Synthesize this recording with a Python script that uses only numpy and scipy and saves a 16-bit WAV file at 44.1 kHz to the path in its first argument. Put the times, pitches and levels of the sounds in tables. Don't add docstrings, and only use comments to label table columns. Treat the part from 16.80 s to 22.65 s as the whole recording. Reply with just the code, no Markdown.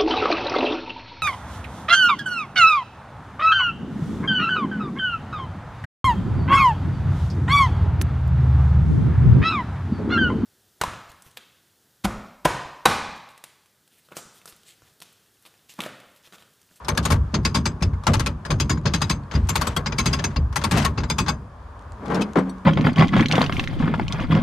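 import sys
import numpy as np
from scipy import signal
from scipy.io import wavfile
from scipy.ndimage import uniform_filter1d

SR = 44100
rng = np.random.default_rng(int(sys.argv[2]) if len(sys.argv) > 2 else 0)


def invert_db(x):
    u = np.asarray(x, float) / 20
    return 10 ** u


def transcribe(u):
    v = np.clip(np.atleast_2d(u).T, -1, 1)
    q = np.round(v * 32767).astype(np.int16)
    wavfile.write(sys.argv[1], SR, q)


N = 257984
LEAD = 900
BOOT_S = 5.098

# (frequency [Hz], level [dB per Hz])
CHATTER = [(350, -41), (600, -23), (1060, -2.5), (1840, -9), (2670, -8.5), (3020, -11), (4900, -8),
           (5860, -13.5), (6370, -3.5), (8000, -21), (11300, -35)]
# (start [s], end [s])
PULLS = [
    (0, .45),
    (1.2, 1.5),
    (2.66, 3.0),
    (3.7, 4.1),
    (5.0, 5.85),
]
# (time [s], peak [dB], frame clank [dB rel], chatter length [ms])
HAULED = [(0.083, -8.5, -5, 11.8), (.174, -7, -8.5, 8.8), (0.2518, -9, -9.5, 10.8), (0.3025, -13.5, -6, 23),
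          (0.318, -19.5, -2.5, 16), (1.267, -9, -3.5, 11), (1.3342, -11, -9.5, 17), (1.395, -11, -11.5, 12),
          (1.4606, -10.5, -10.5, 13.3), (2.6884, -10.5, -12, 14), (2.7552, -10, -10, 15),
          (2.812, -14, -3.5, 13.3), (2.8692, -13, -6, 9.6), (2.9638, -11, -5.5, 10), (3.758, -12, -8, 18),
          (3.8388, -9, -10, 13), (3.911, -12, -10, 20.6), (3.9721, -12.5, -33, 17), (4.0476, -9, -9.5, 13)]


def rms_one(x):
    return x / np.sqrt(np.mean(x ** 2) + 1e-20)


def in_time(rows, outside=None):
    s, *columns = np.transpose(rows)
    return [np.interp(np.arange(N) / SR, s, c, outside, outside) for c in columns]


def at_hz(points, hz):
    table_hz, values = np.array(points)[:, 0], np.array(points)[:, 1]
    return np.interp(np.log(hz), np.log(table_hz), values)


def filled(coarse):
    return np.interp(np.arange(N) / 32, np.arange(len(coarse)), coarse)


def add(out, s, piece):
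    at = round(s * SR)
    out[..., at:at + piece.shape[-1]] += piece[..., :N - at]


def drift(rate):
    r = np.exp(-80 * np.pi * rate / SR)
    slow = signal.lfilter([1], [1, -2 * r, r * r], rng.standard_normal(N // 40 + 2002))[2000:]
    return np.interp(np.arange(N) / 40, np.arange(len(slow)), rms_one(slow))


def ring(force, hz, t60):
    r, w = invert_db(-60 / (t60 * SR)), 2 * np.pi * hz / SR
    gain = 2 * np.sqrt(1 - r) * np.sin(w)
    return signal.lfilter([0, gain], [1, -2 * r * np.cos(w), r * r], force + 1e-18)


def grains(per_s, spread_db, size=N):
    heights = invert_db(spread_db * np.minimum(rng.exponential(1, (2, size)), 4))
    signs = rng.choice([-1, 1], (2, size))
    return rms_one(heights * signs * (rng.random((2, size)) < per_s / SR))


def bands(low_hz, sources, order=2):
    edges = low_hz * 2 ** np.arange(0, np.log2(18000 / low_hz), .5)
    for k, (low, high) in enumerate(zip(edges, edges[1:])):
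        sos = signal.butter(order, [low, high], "band", fs=SR, output="sos")
        yield np.sqrt(low * high), signal.sosfilt(sos, sources[k % 2])


def placed(pair, hz, likeness, balance_db):
    alike = np.clip(at_hz(likeness, hz), 0, 1)
    both = np.sqrt(1 + alike) * pair[0] + np.sqrt(1 - alike) * pair[1] * [[1], [-1]]
    return both * invert_db(balance_db / 2 * np.array([[1], [-1]])) / np.sqrt(2)


def near(pair, hz):
    # (frequency [Hz], left-right likeness [0-1])
    near_likeness = [(60, 1.0), (180, 1), (550, 0.9), (1650, 0.63), (4970, 0.6), (15000, 0.019)]
    # (frequency [Hz], left over right [dB])
    near_balance = [(60, 0.5), (150, 0.5), (380, 0.5), (950, 8), (2380, 5), (5980, 1), (15000, 8)]
    return placed(pair, hz, near_likeness, at_hz(near_balance, hz))


def chatter(length_ms, rise_ms, slide_db=-30, rattle_db=-14, size=4000):
    ms = (np.arange(size) - LEAD) * 1000 / SR
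    after = np.maximum(ms, 0)
    hold = np.exp(-(after / max(length_ms, 1)) ** 2)
    rattle = invert_db(rattle_db) * np.exp(-after / (1.62 * length_ms))
    slide = invert_db(slide_db) * np.exp(-np.abs(ms) / 19.0)
    return (1 - np.exp(-after / rise_ms)) * (hold + rattle) + slide


def drops():
    # (time [s], peak [dB], frame clank [dB rel], chatter length [ms])
    returned = [(0.6497, -10.5, -10.5, 17), (0.7458, -11, -10, 23.5), (0.8546, -13.5, -8, 17.2),
                (1.0232, -14.5, -11, 12), (1.704, -15, -4, 15.8), (1.7995, -9.5, -13, 14.5),
                (1.8941, -15, -6.5, 22.3), (2.1369, -11.5, -12, 18.2), (2.2154, -13, -7.5, 19),
                (2.297, -11.5, -10, 18), (3.183, -11.5, -12.5, 20), (3.257, -10, -13.5, 17),
                (3.3307, -14, -9, 16), (3.4398, -14, -7, 12.2), (4.2987, -13, -7.5, 13.8),
                (4.383, -14, -8.5, 22), (4.482, -14.5, -4, 15.4)]
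    # (time [s], peak [dB], sharpness [dB rel], chatter length [ms])
    clunks = [(0.541, -11.5, -35, 13.8), (1.132, -45, -28, 16), (1.975, -32, -52, 6.5),
              (2.0566, -12.5, -52, 21.2), (2.5126, -24.5, -42, 12), (2.54, -27.5, -49.5, 7.4),
              (2.552, -21, -54, 16), (3.0612, -13, -60, 13.5), (3.1233, -18, -58.5, 9.5),
              (3.3916, -16, -62.5, 11), (3.5044, -39, -53, 18), (3.564, -16, -71, 8.5),
              (3.8138, -24, -36, 14), (4.178, -18.5, -62, 16), (4.2034, -29, -45.5, 7.9),
              (4.2353, -23.5, -39, 12), (4.4621, -27, -54, 32)]
    # (time [s], peak [dB], frame clank [dB rel], chatter length [ms])
    slips = [(.046, -27.5, -5.5, 6.2), (0.15, -28, 3.5, 2.7), (0.227, -30, -30, 53), (1.007, -39.5, 0, 10),
             (1.2362, -30, -4, 7.6), (1.6506, -24.5, -1.5, 15), (2.2052, -33, 3, 8.2),
             (3.7256, -29.5, -1.5, 7.2), (4.0211, -23, -6, 14), (5.255, -36, 2, 16),
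             (5.31, -37.5, 15.5, 5.7), (5.344, -20, -36, 16), (5.409, -24, -34, 8), (5.4165, -18, -37, 12)]
    stroke_sharp_db = [-1, -6, 2.5, -0.8]
    strikes = []
    for s, db, clank, ms in HAULED:
        stroke = sum(s > end for _, end in PULLS)
        strikes.append((s, db, clank, -13.5 + stroke_sharp_db[stroke], 3, ms))
    for s, db, clank, ms in returned:
        strikes.append((s, db, clank, -23.5 + 1.44 * s, -1 + 1.2 * s, ms))
    for s, db, sharp, ms in clunks:
        strikes.append((s, db, -10.5 - 0.46 * (db + 6), sharp, -5.5, ms))
    for s, db, clank, ms in slips:
        strikes.append((s, db, clank, -20, -6, ms))
    return sorted(strikes)


def click_db(hz):
    s, peak_db, clank_db, sharp_db, *_ = np.transpose(drops())
    low = np.interp(np.log(hz), np.log([1300, 2500]), [1, 0])
    high = np.interp(np.log(hz), np.log([6500, 10000, 15000]), [0, 1.0, 1.5])
    return peak_db + low * (clank_db + 10.5) + high * (sharp_db + 26)


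def bursts(levels_db, rise_ms):
    out = np.zeros(N)
    for (s, _, _, sharp_db, _, length_ms), db in zip(drops(), levels_db):
        soft = 1 + max(0, -sharp_db - 28) / 9
        start_s = s - LEAD / SR - .0008 * (soft - 1)
        add(out, start_s, invert_db(db) * chatter(length_ms, rise_ms * soft))
    return out


def swell(s, db, rise_s, hold_s, fall_db_per_s):
    after = np.arange(0, N, 32) / SR - s
    fall_db = fall_db_per_s * np.maximum(after - rise_s - hold_s, 0)
    return (invert_db(db - np.minimum(fall_db, 200)) * np.clip(after / rise_s, 0, 1) ** 2) ** 2


def scrape(level, grit_db, spectrum, low_hz, per_s, clumpy_db):
    rub, size = 0, len(level)
    for hz, pair in bands(low_hz, [grains(per_s, 4.6, size), grains(per_s, 0.32, size)]):
        gritty = np.interp(np.log(hz), np.log([2000, 4500]), [0, 1])
        rub = rub + near(pair, hz) * invert_db(at_hz(spectrum, hz) + grit_db * gritty)
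    return level * invert_db(clumpy_db * drift(100)[:size]) * rms_one(rub)


def road(offset_db=3, patchy_db=.8):
    # (frequency [Hz], level [dB per Hz])
    wash = [(18, -33), (30, 1), (76, 12), (119, -16), (158, -6.5), (384, -14.5), (774, -11.5), (905, -0.5),
            (1090, -8), (1600, -17.5), (1730, -27), (3230, -32), (8000, -41), (11500, -48), (14000, -78)]
    # (time [s], level [dB])
    road_level = [(0.0, -38.5), (0.57, -42.5), (2.64, -42.5), (3.27, -36), (3.57, -40.5), (3.8, -43.5),
                  (3.91, -39), (4.69, -43.5), (5.51, -39), (5.85, -41.5)]
    # (frequency [Hz], left-right likeness [0-1])
    far_likeness = [(60, 1.0), (380, 0.97), (2380, 0.41), (15000, 0.37)]
    out = 0
    for hz, pair in bands(27.05, rng.standard_normal((2, 2, N))):
        out = out + invert_db(at_hz(wash, hz) + patchy_db * drift(3.2)) * placed(pair, hz, far_likeness, .7)
    return invert_db(in_time(road_level)[0] + offset_db) * rms_one(out)


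def small_things(tick_db=2, buckle_db=-24):
    # (time [s], peak [dB])
    ticks = [(1.991, -44), (2.0144, -44), (2.4364, -42), (2.673, -35), (4.993, -39.5), (5.013, -51),
             (5.0234, -40), (5.121, -34), (5.1324, -45), (5.237, -44), (5.2827, -30), (5.302, -32),
             (5.5343, -28), (5.5424, -52), (5.6834, -57), (5.7831, -42)]
    # (time [s], peak [dB])
    jingles = [
        (5.5877, -33.5),
        (5.6945, -32),
    ]
    # (frequency [Hz], level [dB], t60 [s])
    buckle = [(3800, -6, .02), (4400, -1, .018), (5800, 0, .018), (8000, 0, .02), (10100, -8, .018)]
    out, ms = np.zeros(N), np.arange(3000) * 1000 / SR
    crack_band = signal.butter(3, [1800, 8000], "band", fs=SR, output="sos")
    for s, db in ticks:
        crack = rng.standard_normal(len(ms)) * np.exp(-ms / .5)
        add(out, s, invert_db(db + tick_db) * signal.sosfilt(crack_band, crack))
    for s, db in jingles:
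        shake = rng.standard_normal(len(ms)) * np.exp(-ms / 8.0)
        jingle = sum(invert_db(mode_db) * ring(shake, hz, t60) for hz, mode_db, t60 in buckle)
        add(out, s, invert_db(db + buckle_db) * jingle * 4)
    return out * invert_db(np.array([[1.5], [-1.5]]))


def boot(hollow_db=-12):
    # (time [s], level [dB], rise [s], hold [s], fall [dB/s])
    footfalls = [
        (5.13, -31, 0.14, .05, 300),
        (5.26, -20, 0.047, .11, 348),
        (5.44, -36, .01, 0.046, 206),
        (5.555, -12, 0.0022, 0.029, 427),
        (5.636, -34, 0.024, 0.024, 137),
    ]
    # (start [s], end [s])
    flat_s = (4.9, 6.4)
    # (frequency [Hz], level [dB per Hz])
    sole = [(53, -41), (90, -13), (212, 2.5), (733, -8.5), (948, -11), (1310, -14), (1550, -17),
            (2330, -26), (5030, -30), (11100, -51), (15000, -62)]
    # (frequency [Hz], level [dB], t60 [s])
    hollow = [(186.5, 2.5, 0.68), (209.7, 6, 0.28), (269, 3.5, 0.4), (438, 3.5, 0.077)]
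    out, start = np.zeros((2, N)), round(BOOT_S * SR)
    level = filled(np.sqrt(sum(swell(*row) for row in footfalls)))[start:]
    s = np.arange(start, N) / SR
    grit_db = np.where((s > flat_s[0]) & (s < flat_s[1]), -11.5, 11.5)
    force = level * invert_db(hollow_db) * rng.standard_normal((2, N - start))
    drum = sum(invert_db(db) * near(ring(force, hz, t60), hz) for hz, db, t60 in hollow)
    add(out, BOOT_S, drum + scrape(level, grit_db, sole, 99.6, per_s=7600, clumpy_db=1.0))
    return out


def skids():
    # (time [s], scrape [dB])
    drag = [
        [(1.26, -64), (1.28, -22), (1.34, -45), (1.45, -43)],
        [(2.5, -63), (2.54, -34.5), (2.62, -49.5), (2.68, -44)],
        [(2.7, -46), (2.85, -32.5), (2.93, -38), (3.0, -88), (3.3, -37.5), (3.55, -50)],
        [(3.9, -45), (3.93, -26), (3.99, -20), (4.05, -30), (4.09, -37)],
    ]
    # (frequency [Hz], level [dB per Hz])
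    skid = [(350, -29), (600, -1), (734, -5.5), (911, -4), (1910, -7.5), (7750, -25), (15000, -51.5)]
    out = np.zeros((2, N))
    pull = sum(invert_db(in_time(rows, outside=-150)[0]) for rows in drag)[:round(4.2 * SR)]
    add(out, 0, scrape(pull, 0, skid, 537, per_s=4100, clumpy_db=-0.5))
    return out


def shaking():
    # (time [s], boom [dB], drumming [dB], rib knock [dB], hold [s])
    lurches = [(0.3, -15.5, -19.5, -30, 0.087), (0.534, -22, -21, -34.5, 0.087),
               (0.756, -27, -22.5, -41, 0.092), (1.014, -17.5, -24, -37.5, 0.096),
               (1.274, -18, -18, -24.5, .09), (1.695, -21.5, -21, -33.5, 0.092),
               (1.903, -24.5, -20.5, -50, 0.098), (2.051, -27, -19, -31.5, .05),
               (2.541, -15, -21.5, -39, 0.079), (3.261, -27.5, -23.5, -38.5, 0.059),
               (3.558, -16.5, -27.5, -58, 0.066), (3.912, -25, -17, -33.5, 0.17),
               (4.174, -22, -23.5, -35.5, 0.037), (4.404, -28, -22.5, -49, 0.035),
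               (5.047, -37.5, -55, -52, 0.1)]
    # (level under a drop [dB], rise [s], fall [dB/s], share of a lurch's hold [0-1], rest level [dB])
    panels = [
        (-14.5, 0.026, 107.5, 1, -65.5),
        (-11, 0.0052, 111, 0.41, -53.5),
        (-26, 0.0058, 226, 0.35, -55.5),
    ]
    hauled_shake_db = [-1.5, -4, 1]
    hauled = [row[0] for row in HAULED]
    for family, (under_db, rise_s, fall, share, rest_db) in enumerate(panels):
        power = invert_db(rest_db) ** 2
        for s, db in zip(np.array(drops())[:, 0], click_db([3000, 3000, 1000][family])):
            if s < BOOT_S:
                taut_db = hauled_shake_db[family] * (s in hauled)
                power = power + swell(s, db + under_db + taut_db, rise_s, rise_s, fall)
        for s, *levels_db, hold_s in lurches:
            power = power + swell(s, levels_db[family], 0.36 * rise_s, share * hold_s, 1.23 * fall)
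        yield filled(10 * np.log10(power))


def bed(jolt_db=14, lumpy_db=0.5):
    # (frequency [Hz], level [dB], t60 [s])
    bed_modes = [(51, -7, 0.23), (72, 4, 0.2), (91.6, 2, 0.19), (126.4, -16, 0.15), (150.9, 7.5, 0.084),
                 (174.6, -0.5, 0.047), (210, 0, 0.071), (235, -10, 0.13), (284.3, -12.5, 0.22),
                 (350, -14, .1), (423.4, -1.5, 0.21), (484.6, 3.5, 0.038), (572.7, 1.5, 0.054),
                 (611, -13, 0.18)]
    out, jolt = 0, bursts(np.array(drops())[:, 1] + jolt_db, rise_ms=26.0)
    force = rng.standard_normal((2, N)) * (0.89 + jolt) * invert_db(lumpy_db * drift(25))
    for (low, high), level_db in zip([(38, 110), (110, 400), (400, 750)], shaking()):
        group = sum(invert_db(db) * ring(force, hz, t60) for hz, db, t60 in bed_modes if low < hz <= high)
        sos = signal.butter(2, [1.17 * low, 1.11 * high], "band", fs=SR, output="sos")
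        group = signal.sosfilt(sos, group)
        even = np.sqrt(uniform_filter1d(group[0] ** 2, size=5000) + 1e-12)
        out = out + invert_db(level_db) * near(group / even, np.sqrt(low * high))
    return out


def handle(spread_db=3.0, held_db=-18):
    # (frequency [Hz], level [dB], t60 [s])
    handle_modes = [(4926, -46, .4), (6333, -40, .22), (8370, -43, .1), (9200, -54, .07), (10770, -52, .05),
                    (11630, -58, .05)]
    times = np.array(drops())[:, 0]
    held = np.isin(times, np.array(HAULED)[:, 0]) | (times > BOOT_S)
    noise, luck = rng.standard_normal((2, N)), rng.standard_normal((len(times), len(handle_modes)))
    out = 0
    for (hz, db, t60), chance in zip(handle_modes, luck.T):
        levels_db = click_db(max(hz, 8000)) + db + held_db * held + spread_db * chance
        out = out + near(ring(noise * bursts(levels_db, rise_ms=1.5), hz, t60), hz)
    return out


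def struck(clank_db=-2, chink_db=0.5, ping_db=1.5, stray_db=-5, build_ms=6.0):
    # (time of peak [s], frequency [Hz], peak [dB])
    clanks = [(0.091, 1370.0, -23), (0.185, 1200.0, -21), (0.264, 1200.0, -23), (0.31, 1080.0, -18),
              (0.672, 1420.0, -28), (0.752, 1200.0, -27), (0.867, 1230.0, -25), (1.278, 1090.0, -18),
              (1.355, 1150.0, -24), (1.416, 1270.0, -27), (1.725, 1160.0, -23), (1.807, 1220.0, -26),
              (1.908, 1080.0, -22), (2.31, 1250.0, -27), (2.561, 1080.0, -26), (2.708, 980.0, -26),
              (2.767, 1310.0, -23), (2.821, 1160.0, -19), (2.875, 1160.0, -21), (2.97, 1160.0, -23),
              (3.191, 1300.0, -25), (3.265, 1310.0, -21), (3.341, 1320.0, -26), (3.443, 1440.0, -22),
              (3.766, 1020.0, -24), (3.767, 1350.0, -18), (3.847, 1380.0, -24), (3.848, 930.0, -20),
              (3.94, 1220.0, -25), (4.242, 1440.0, -30), (4.312, 1080.0, -23), (4.393, 1370.0, -23),
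              (4.399, 1090.0, -22), (4.49, 1450.0, -19)]
    # (time of peak [s], frequency [Hz], peak [dB])
    chinks = [(0.311, 3570.0, -26), (0.548, 3270.0, -27), (0.659, 2620.0, -26), (0.754, 3490.0, -28),
              (0.861, 3970.0, -30), (0.862, 2260.0, -24), (1.907, 2270.0, -27), (2.065, 4130.0, -28),
              (2.14, 2540.0, -26), (2.314, 2610.0, -24), (2.758, 4310.0, -25), (2.816, 4340.0, -25),
              (3.067, 3610.0, -23), (3.191, 3470.0, -27), (3.265, 2540.0, -23), (3.27, 2190.0, -27),
              (3.286, 3260.0, -27), (3.343, 3410.0, -26), (3.44, 3500.0, -35), (3.849, 2290.0, -27),
              (3.92, 2280.0, -23), (3.976, 2610.0, -26), (4.191, 2140.0, -33), (4.388, 3400.0, -26),
              (4.399, 2570.0, -26), (4.494, 3520.0, -30), (4.495, 2200.0, -28)]
    # (time of peak [s], frequency [Hz], peak [dB])
    pings = [(0.546, 5100.0, -28), (0.55, 6370.0, -34), (0.665, 4870.0, -27), (0.748, 4950.0, -24),
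             (0.751, 4640.0, -24), (0.859, 6330.0, -25), (0.862, 5090.0, -29), (0.872, 7710.0, -37),
             (1.273, 5110.0, -26), (1.467, 4870.0, -25), (1.713, 5010.0, -29), (1.904, 6380.0, -27),
             (2.064, 4940.0, -27), (2.14, 5050.0, -25), (2.146, 4730.0, -22), (2.299, 5050.0, -22),
             (2.307, 7690.0, -31), (2.315, 8390.0, -36), (2.696, 6170.0, -28), (2.696, 7280.0, -21),
             (2.697, 4820.0, -28), (3.185, 4730.0, -22), (3.195, 6310.0, -26), (3.264, 6350.0, -26),
             (3.333, 4970.0, -17), (3.446, 6340.0, -18), (3.447, 4930.0, -24), (3.765, 6230.0, -27),
             (4.302, 4740.0, -26), (4.304, 6370.0, -22), (4.39, 4940.0, -24), (4.393, 5860.0, -29),
             (4.491, 4710.0, -25), (4.499, 6370.0, -31), (4.499, 7540.0, -34)]
    # (time of peak [s], frequency [Hz], peak [dB])
    strays = [(1.013, 2360, -33), (1.027, 4970, -17), (1.032, 5280, -19), (1.038, 4830, -30),
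              (1.132, 2130, -47), (1.143, 2150, -39), (1.288, 1000, -18), (1.297, 1200, -15),
              (1.979, 2230, -36), (2.262, 7690, -41), (2.435, 4400, -49), (2.63, 4250, -53.5),
              (4.33, 7700, -38), (5.287, 695, -28.5), (5.304, 1020, -21), (5.309, 905, -13),
              (5.324, 1025, -18), (5.367, 1090, -32), (5.391, 1210, -28), (5.559, 890, -24),
              (5.566, 1320, -12), (5.574, 980, -14)]
    # (frequency [Hz], t60 [s])
    struck_t60 = [(900, .035), (1400, .05), (2500, .045), (4000, .04), (5000, .045), (6350, .09),
                  (7000, .04), (7700, .1)]
    out, ms = np.zeros((2, N)), np.arange(4000) * 1000 / SR
    build = (ms / build_ms) * np.exp(-(ms / build_ms) ** 2)
    for rows, level_db in [(clanks, clank_db), (chinks, chink_db), (pings, ping_db), (strays, stray_db)]:
        for s, hz, db in rows:
            rung = ring(rng.standard_normal((2, len(ms))) * build, hz, at_hz(struck_t60, hz))
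            rung = rung / np.abs(rung).max(axis=1, keepdims=True)
            add(out, s - build_ms / 1000, invert_db(db + level_db) * near(rung, hz))
    return out


def chain(level_db=6.5, bright_db=25, count=7):
    out, luck = np.zeros((2, N)), rng.random((len(drops()), count, 3))
    decay = np.exp(-np.arange(1600) / 130)
    for (s, peak_db, _, sharp_db, _, length_ms), links in zip(drops(), luck):
        for pitch, late, size in links:
            hz = 1500 * 9 ** pitch
            db = peak_db + level_db + at_hz(CHATTER, hz) - 22 * late - 8 * size
            db = db + (sharp_db + bright_db) * (hz > 7500)
            knock = rng.standard_normal((2, 1600)) * decay
            add(out, s + 2e-3 * length_ms * late, invert_db(db) * near(ring(knock, hz, .035), hz))
    return out


def frame(level_db=-22, shift_hz=18, damped_db=-13):
    # (frequency [Hz], t60 [s])
    frame_modes = [(900, .06), (1085, .07), (1180, .05), (1345, .06), (1500, .05), (2160, .06), (2290, .05),
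                   (2575, .06), (3300, .05), (3530, .05), (4010, .05), (4700, .04), (4926, .05),
                   (5350, .05), (6330, .12), (6400, .05), (7680, .11), (8400, .07)]
    frame_db = [-6, -1, -12.5, -5, -20, -6, -9.5, -3.5, -9.5, -3.5, -9, -5, 4.5, -22, -6.5, -2.5, -16.5,
                -35]
    out, luck = np.zeros((2, N)), rng.standard_normal((len(drops()), len(frame_modes), 2))
    taut = np.array([any(a < row[0] < b for a, b in PULLS) for row in drops()])
    levels_db = np.transpose([click_db(hz) + db + damped_db * taut * (hz > 2000)
                              for (hz, _), db in zip(frame_modes, frame_db)])
    levels_db = levels_db + level_db + 3.5 * luck[..., 0]
    for row, mode_db, shift in zip(drops(), levels_db, shift_hz * luck[..., 1]):
        lumps = np.repeat(rng.uniform(.3, 1.7, 60), 100)
        force = rng.standard_normal((2, 4400)) * lumps[:4400] * chatter(row[-1], rise_ms=0.75, size=4400)
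        rung = 0
        for (hz, t60), db, off in zip(frame_modes, mode_db, shift):
            rung = rung + invert_db(db) * near(ring(force, hz + off, t60), hz)
        add(out, row[0] - LEAD / SR, invert_db(row[4]) * rung)
    return out


def pawl(level_db=3, tail_db=-5, linger_db=-25, linger_t60=0.41):
    # (frequency [Hz], t60 [s])
    ring_down = [(400, 0.83), (1100, 0.19), (2900, 0.1), (7700, 0.012), (14000, 0.017)]
    out, knocks = 0, [grains(5400, 4.3), grains(4300, 6.14)]
    for hz, pair in bands(595, knocks, order=3):
        levels_db = click_db(hz) + rng.normal(0, 0.41, len(drops()))
        energy = bursts(levels_db, rise_ms=0.41) ** 2
        total = energy
        for db, t60 in [(tail_db, at_hz(ring_down, hz)), (linger_db - (hz / 2600) ** 2, linger_t60)]:
            r = invert_db(-120 / (t60 * SR))
            total = total + invert_db(db) ** 2 * signal.lfilter([1 - r], [1, -r], energy)
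        out = out + np.sqrt(total) * invert_db(at_hz(CHATTER, hz) + level_db) * near(pair, hz)
    return out


def scene():
    around = road() + small_things() + boot()
    reel = skids() + bed()
    winch = handle() + struck() + chain() + frame() + pawl()
    return around + reel + winch


def low_pass(x):
    return signal.sosfilt(signal.butter(12, 16450, fs=SR, output="sos"), x)


def record(dry):
    x = signal.sosfilt(signal.butter(3, 38, "high", fs=SR, output="sos"), dry)
    x = 0.63 * np.tanh(x / 0.79)
    x = signal.sosfilt(signal.butter(8, 14500, fs=SR, output="sos"), x)
    x = signal.sosfilt(signal.cheby2(8, 50, 16700, fs=SR, output="sos"), x)
    return low_pass(x)


dry = scene()
out = record(dry)
transcribe(out)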